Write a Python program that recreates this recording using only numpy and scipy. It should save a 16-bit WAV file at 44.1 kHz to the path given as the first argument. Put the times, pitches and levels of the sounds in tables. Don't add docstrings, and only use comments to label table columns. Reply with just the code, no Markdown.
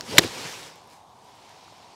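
import sys
import numpy as np
from scipy import signal
from scipy.io import wavfile
from scipy.ndimage import uniform_filter1d

SR = 44100
rng = np.random.default_rng(int(sys.argv[2]) if len(sys.argv) > 2 else 0)


def unload_audio(sound):
    columns = np.transpose(np.atleast_2d(sound))
    steps = np.round(np.clip(columns, -1, 1) * 32767)
    wavfile.write(sys.argv[1], SR, steps.astype(np.int16))


def how_loud(loudness_db):
    steps = np.asarray(loudness_db, float) / 20
    return 10 ** steps


N = 85995


def noise(n=N):
    return rng.standard_normal(n)


def evened(x):
    return x / np.sqrt(np.mean(x ** 2) + 1e-20)


def along(table, column):
    t_s, values = np.array(table)[:, [0, column]].T
    return np.interp(np.arange(N) / SR, t_s, values)


def add(mix, start_s, sound):
    part = mix[round(start_s * SR):][:len(sound)]
    part += sound[:len(part)]


def passed(x, hz, kind):
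    b, a = signal.butter(2, hz, kind, fs=SR)
    return signal.lfilter(b, a, x)


def coloured(x, points, patchy_db=0., size=512):
    overlap = size * 3 // 4
    hz, _, z = signal.stft(x, SR, nperseg=size, noverlap=overlap)
    point_hz, point_db = np.transpose(points)
    shape_db = np.interp(np.log(hz + 1), np.log(point_hz + 1), point_db)
    patches = uniform_filter1d(rng.standard_normal(z.shape), size=6, axis=0)
    patches = evened(uniform_filter1d(patches, size=16, axis=1))
    z = z * how_loud(shape_db[:, None] + patchy_db * patches)
    return evened(signal.istft(z, SR, nperseg=size, noverlap=overlap)[1][:len(x)])


def resonate(x, hz, width_hz):
    carrier = np.exp(2j * np.pi * np.cumsum(hz) / SR)
    pole = np.exp(-np.pi * width_hz / SR)
    smooth = signal.lfilter([1 - pole], [1, -pole], x / carrier)
    return 2 * (carrier * smooth).real


def road():
    # f/Hz, level/dB
    tyre_spectrum = [(30, -38.5), (100, -9.5), (190, -21), (520, -18.5), (730, -5.5), (980, -5),
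                     (1450, -25), (5000, -59)]
    # f/Hz, level/dB
    air_spectrum = [(500, -40.5), (1500, -7), (2300, -10.5), (3600, 1.5), (7000, -6), (12000, -14.5),
                    (15800, -27)]
    tyres = coloured(noise(), tyre_spectrum, patchy_db=0.24, size=2048)
    air = coloured(noise(), air_spectrum, patchy_db=2.25)
    return how_loud(-53.5) * tyres + how_loud(-65.5) * air


def jacket():
    # t/s, rustle level/dB, heavy-fold share/dB, crispness/dB
    body_turn = [(0, -48, 8, 1), (.05, -46.5, 0, 2.5), (.115, -35, -3.5, 0.5), (.15, -36, 4.5, 3),
                 (.205, -35.5, 0, 5.5), (.24, -33, -1, -3.5), (.3, -39.5, -1.6, 2.2), (.38, -37.5, -1, 1),
                 (.47, -36.5, -4.5, 1), (.57, -41.5, -6, 2.5), (.67, -44, -3.5, 2), (.73, -52.5, -0.8, -1),
                 (.86, -60.5, 3, -0.7), (.93, -54.5, -1, 6), (1.05, -69.5, 2, 3), (1.28, -58.5, 2.5, 3),
                 (1.5, -55, -3, -2), (1.95, -57, -1.2, -4)]
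    # f/Hz, level/dB
    rustle_spectrum = [(410, -24.5), (700, -6.5), (1190, -4.5), (1660, -4), (1810, -4.5), (2180, -3),
                       (5280, -5), (8340, -13.5), (15800, -29)]
    # f/Hz, level/dB
    fold_spectrum = [(18, -56), (30, -29), (162, 0), (205, -10), (494, -2), (653, -11.5), (1000, -6.5),
                     (1300, -34.5), (2200, -120)]
    crinkles_per_s, spread_db, crinkle_db = 1100, 5, -9
    folds_db, crisp_hz = -2.5, 6500

    hits = rng.random(N) < crinkles_per_s / SR
    size = np.minimum(rng.exponential(1, N), 4)
    crinkles = evened(hits * how_loud(spread_db * size) * rng.choice([-1., 1.], N))
    hiss = coloured(noise() + how_loud(crinkle_db) * crinkles, rustle_spectrum, patchy_db=1.1)
    crisp = passed(hiss, crisp_hz, "high")
    hiss = hiss + (how_loud(along(body_turn, column=3)) - 1) * crisp
    folds = coloured(noise(), fold_spectrum, size=1024)
    folds = how_loud(folds_db + along(body_turn, column=2)) * folds
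    return how_loud(along(body_turn, column=1)) * (hiss + folds)


def snaps():
    # t/s, peak/dB, f/Hz, t60/s
    snap_events = [(.009, -27.5, 4500, 0.015), (.009, -13.5, 5580, 0.0027), (.009, -31, 7100, 0.0045),
                   (.0092, -19.5, 1670, 0.0027), (.1695, -21, 2800, .005), (.1711, -23.5, 1900, 0.013),
                   (.174, -10, 4500, 0.0033), (.2222, -25, 2990, .005), (.2372, -17.5, 2390, 0.0073),
                   (.2765, -23, 4500, .004), (.842, -40, 3000, .003)]
    out = np.zeros(N)
    t = np.arange(600) / SR
    for start_s, db, hz, t60_s in snap_events:
        grit = resonate(noise(len(t)), np.full(len(t), hz), hz / 2)
        ring = np.minimum(1.6 * t * hz, 1) * np.sin(2 * np.pi * hz * t)
        add(out, start_s, how_loud(db - 60 * t / t60_s) * (0.9 * grit - ring))
    return out


def shaft():
    # t/s, whistle f/Hz, level/dB
    swing = [
        (.05, 134, -65),
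        (.09, 168, -45.5),
        (.125, 338.4, -39),
        (.15, 497, -34.5),
        (.178, 613, -32),
        (.2, 389.5, -33.5),
        (.23, 330, -35),
        (.26, 260, -40.5),
        (.3, 200, -68),
    ]
    whistle_width_hz, roar_width_hz, roar_db = 120, 660, -4.5
    hz = along(swing, column=1)
    whistle = resonate(noise(), hz, whistle_width_hz)
    whistle = evened(resonate(whistle, hz, whistle_width_hz))
    roar = resonate(noise(), 0.8 * hz, roar_width_hz)
    roar = evened(resonate(roar, 1.3 * hz, roar_width_hz))
    return how_loud(along(swing, column=2)) * (whistle + how_loud(roar_db) * roar)


def thumps():
    # t/s, peak/dB, f/Hz, length/cycles
    pushes = [(0.1814, -35, 1100, 1.), (0.1861, -10.5, 600, 0.85), (0.1863, -14, 350, 2.8),
              (.1923, -8, 500, 1), (0.2453, -18.5, 395, 2.6), (.18, -20, 160.6, 3.), (.24, -30.5, 113, 3.),
              (.13, -33, 109, 3.), (0.444, -38, 152, 4.), (1.68, -43, 1250, 4.8), (1.724, -37, 650, 1.5)]
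    out = np.zeros(N)
    for start_s, db, hz, cycles in pushes:
        t = np.arange(0, cycles / hz, 1 / SR)
        swell = np.sin(np.pi * t * hz / cycles) ** 1.3
        add(out, start_s, -how_loud(db) * swell * np.sin(2 * np.pi * hz * t))
    return out


def strike():
    # f/Hz, level/dB, delay/s, swell/s
    modes = [(1053, -9.5, 0.0022, .0018), (1632, 4.5, 0.0011, .0012), (2148, 8.5, 0.0014, .0015),
             (2950, -1, 0.00077, .0011), (3280, 1, 0.0018, 0.00071), (3660, 6, 0.0012, .0018),
             (4200, -5, 0.0022, 0.0016), (5620, -8, 0.0037, 0.0021), (7330, -8.5, 0.004, .0012),
             (13490, -11, 0.0049, .001)]
    hit_s = .1814
    crack_db, crack_s, crack_top_hz = -3.5, .0035, 9500
    out = np.zeros(N)
    t = np.arange(1300) / SR
    for hz, db, delay_s, swell_s in modes:
        u = t / swell_s
        add(out, hit_s + delay_s, -how_loud(db) * u * np.exp(1 - u ** 2.2) * np.sin(2 * np.pi * hz * t))
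    crack = passed(noise(len(t)), crack_top_hz, "low") * np.exp(-(t / crack_s) ** 2.5)
    add(out, hit_s + .0005, how_loud(crack_db) * crack)
    return out


def divot():
    # f/Hz, level/dB
    turf_spectrum = [(200, -11.5), (700, -10.5), (1200, -8), (1900, -2.5), (2700, -9.5), (4000, -0.5),
                     (7500, -12), (15800, -30.5)]
    dig_s, length_s, dull_hz = .1857, 0.011, 4500
    level_db, fade_db = -9, -5
    out = np.zeros(N)
    u = np.arange(2048) / SR / length_s
    rip = coloured(noise(len(u)), turf_spectrum)
    late = np.clip(u, 0, 1) ** 3.4
    rip = (1 - late) * rip + late * passed(rip, dull_hz, "low")
    add(out, dig_s, rip * how_loud(level_db + fade_db * u) * np.exp(-u ** 6))
    return out


def ticks():
    # t/s, peak/dB, top f/Hz
    tick_events = [(0.2225, -20, 13800), (0.2338, -16, 9000), (.2435, -21, 14000), (.758, -38, 15000),
                   (.875, -44, 15000), (0.901, -41.5, 13950), (1.245, -46.5, 13970), (1.354, -43, 12030),
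                   (1.494, -36.5, 7050), (1.643, -41, 9100), (1.685, -47, 13840), (1.78, -46.5, 14000),
                   (1.931, -50.5, 9130)]
    out = np.zeros(N)
    impulse = np.eye(1, 200)[0]
    for start_s, db, top_hz in tick_events:
        tick = passed(passed(impulse, top_hz, "low"), 900, "high")
        add(out, start_s, -how_loud(db) * tick / abs(tick).max())
    return out


def scene():
    background = road() + jacket()
    swing = shaft() + strike() + divot()
    debris = snaps() + thumps() + ticks()
    return (background + swing + debris)[None]


def roll_off(x):
    return signal.sosfilt(signal.butter(12, 21850, fs=SR, output="sos"), x)


def record(dry):
    low_cut_hz, edge_hz = 45, 15800
    clipped = np.clip(passed(dry, low_cut_hz, "high"), -1, 1)
    band_limit = signal.firwin(301, edge_hz, window=("kaiser", 8), fs=SR)
    mix = signal.oaconvolve(clipped, band_limit[None], "same")
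    return roll_off(mix)


dry = scene()
out = record(dry)
unload_audio(out)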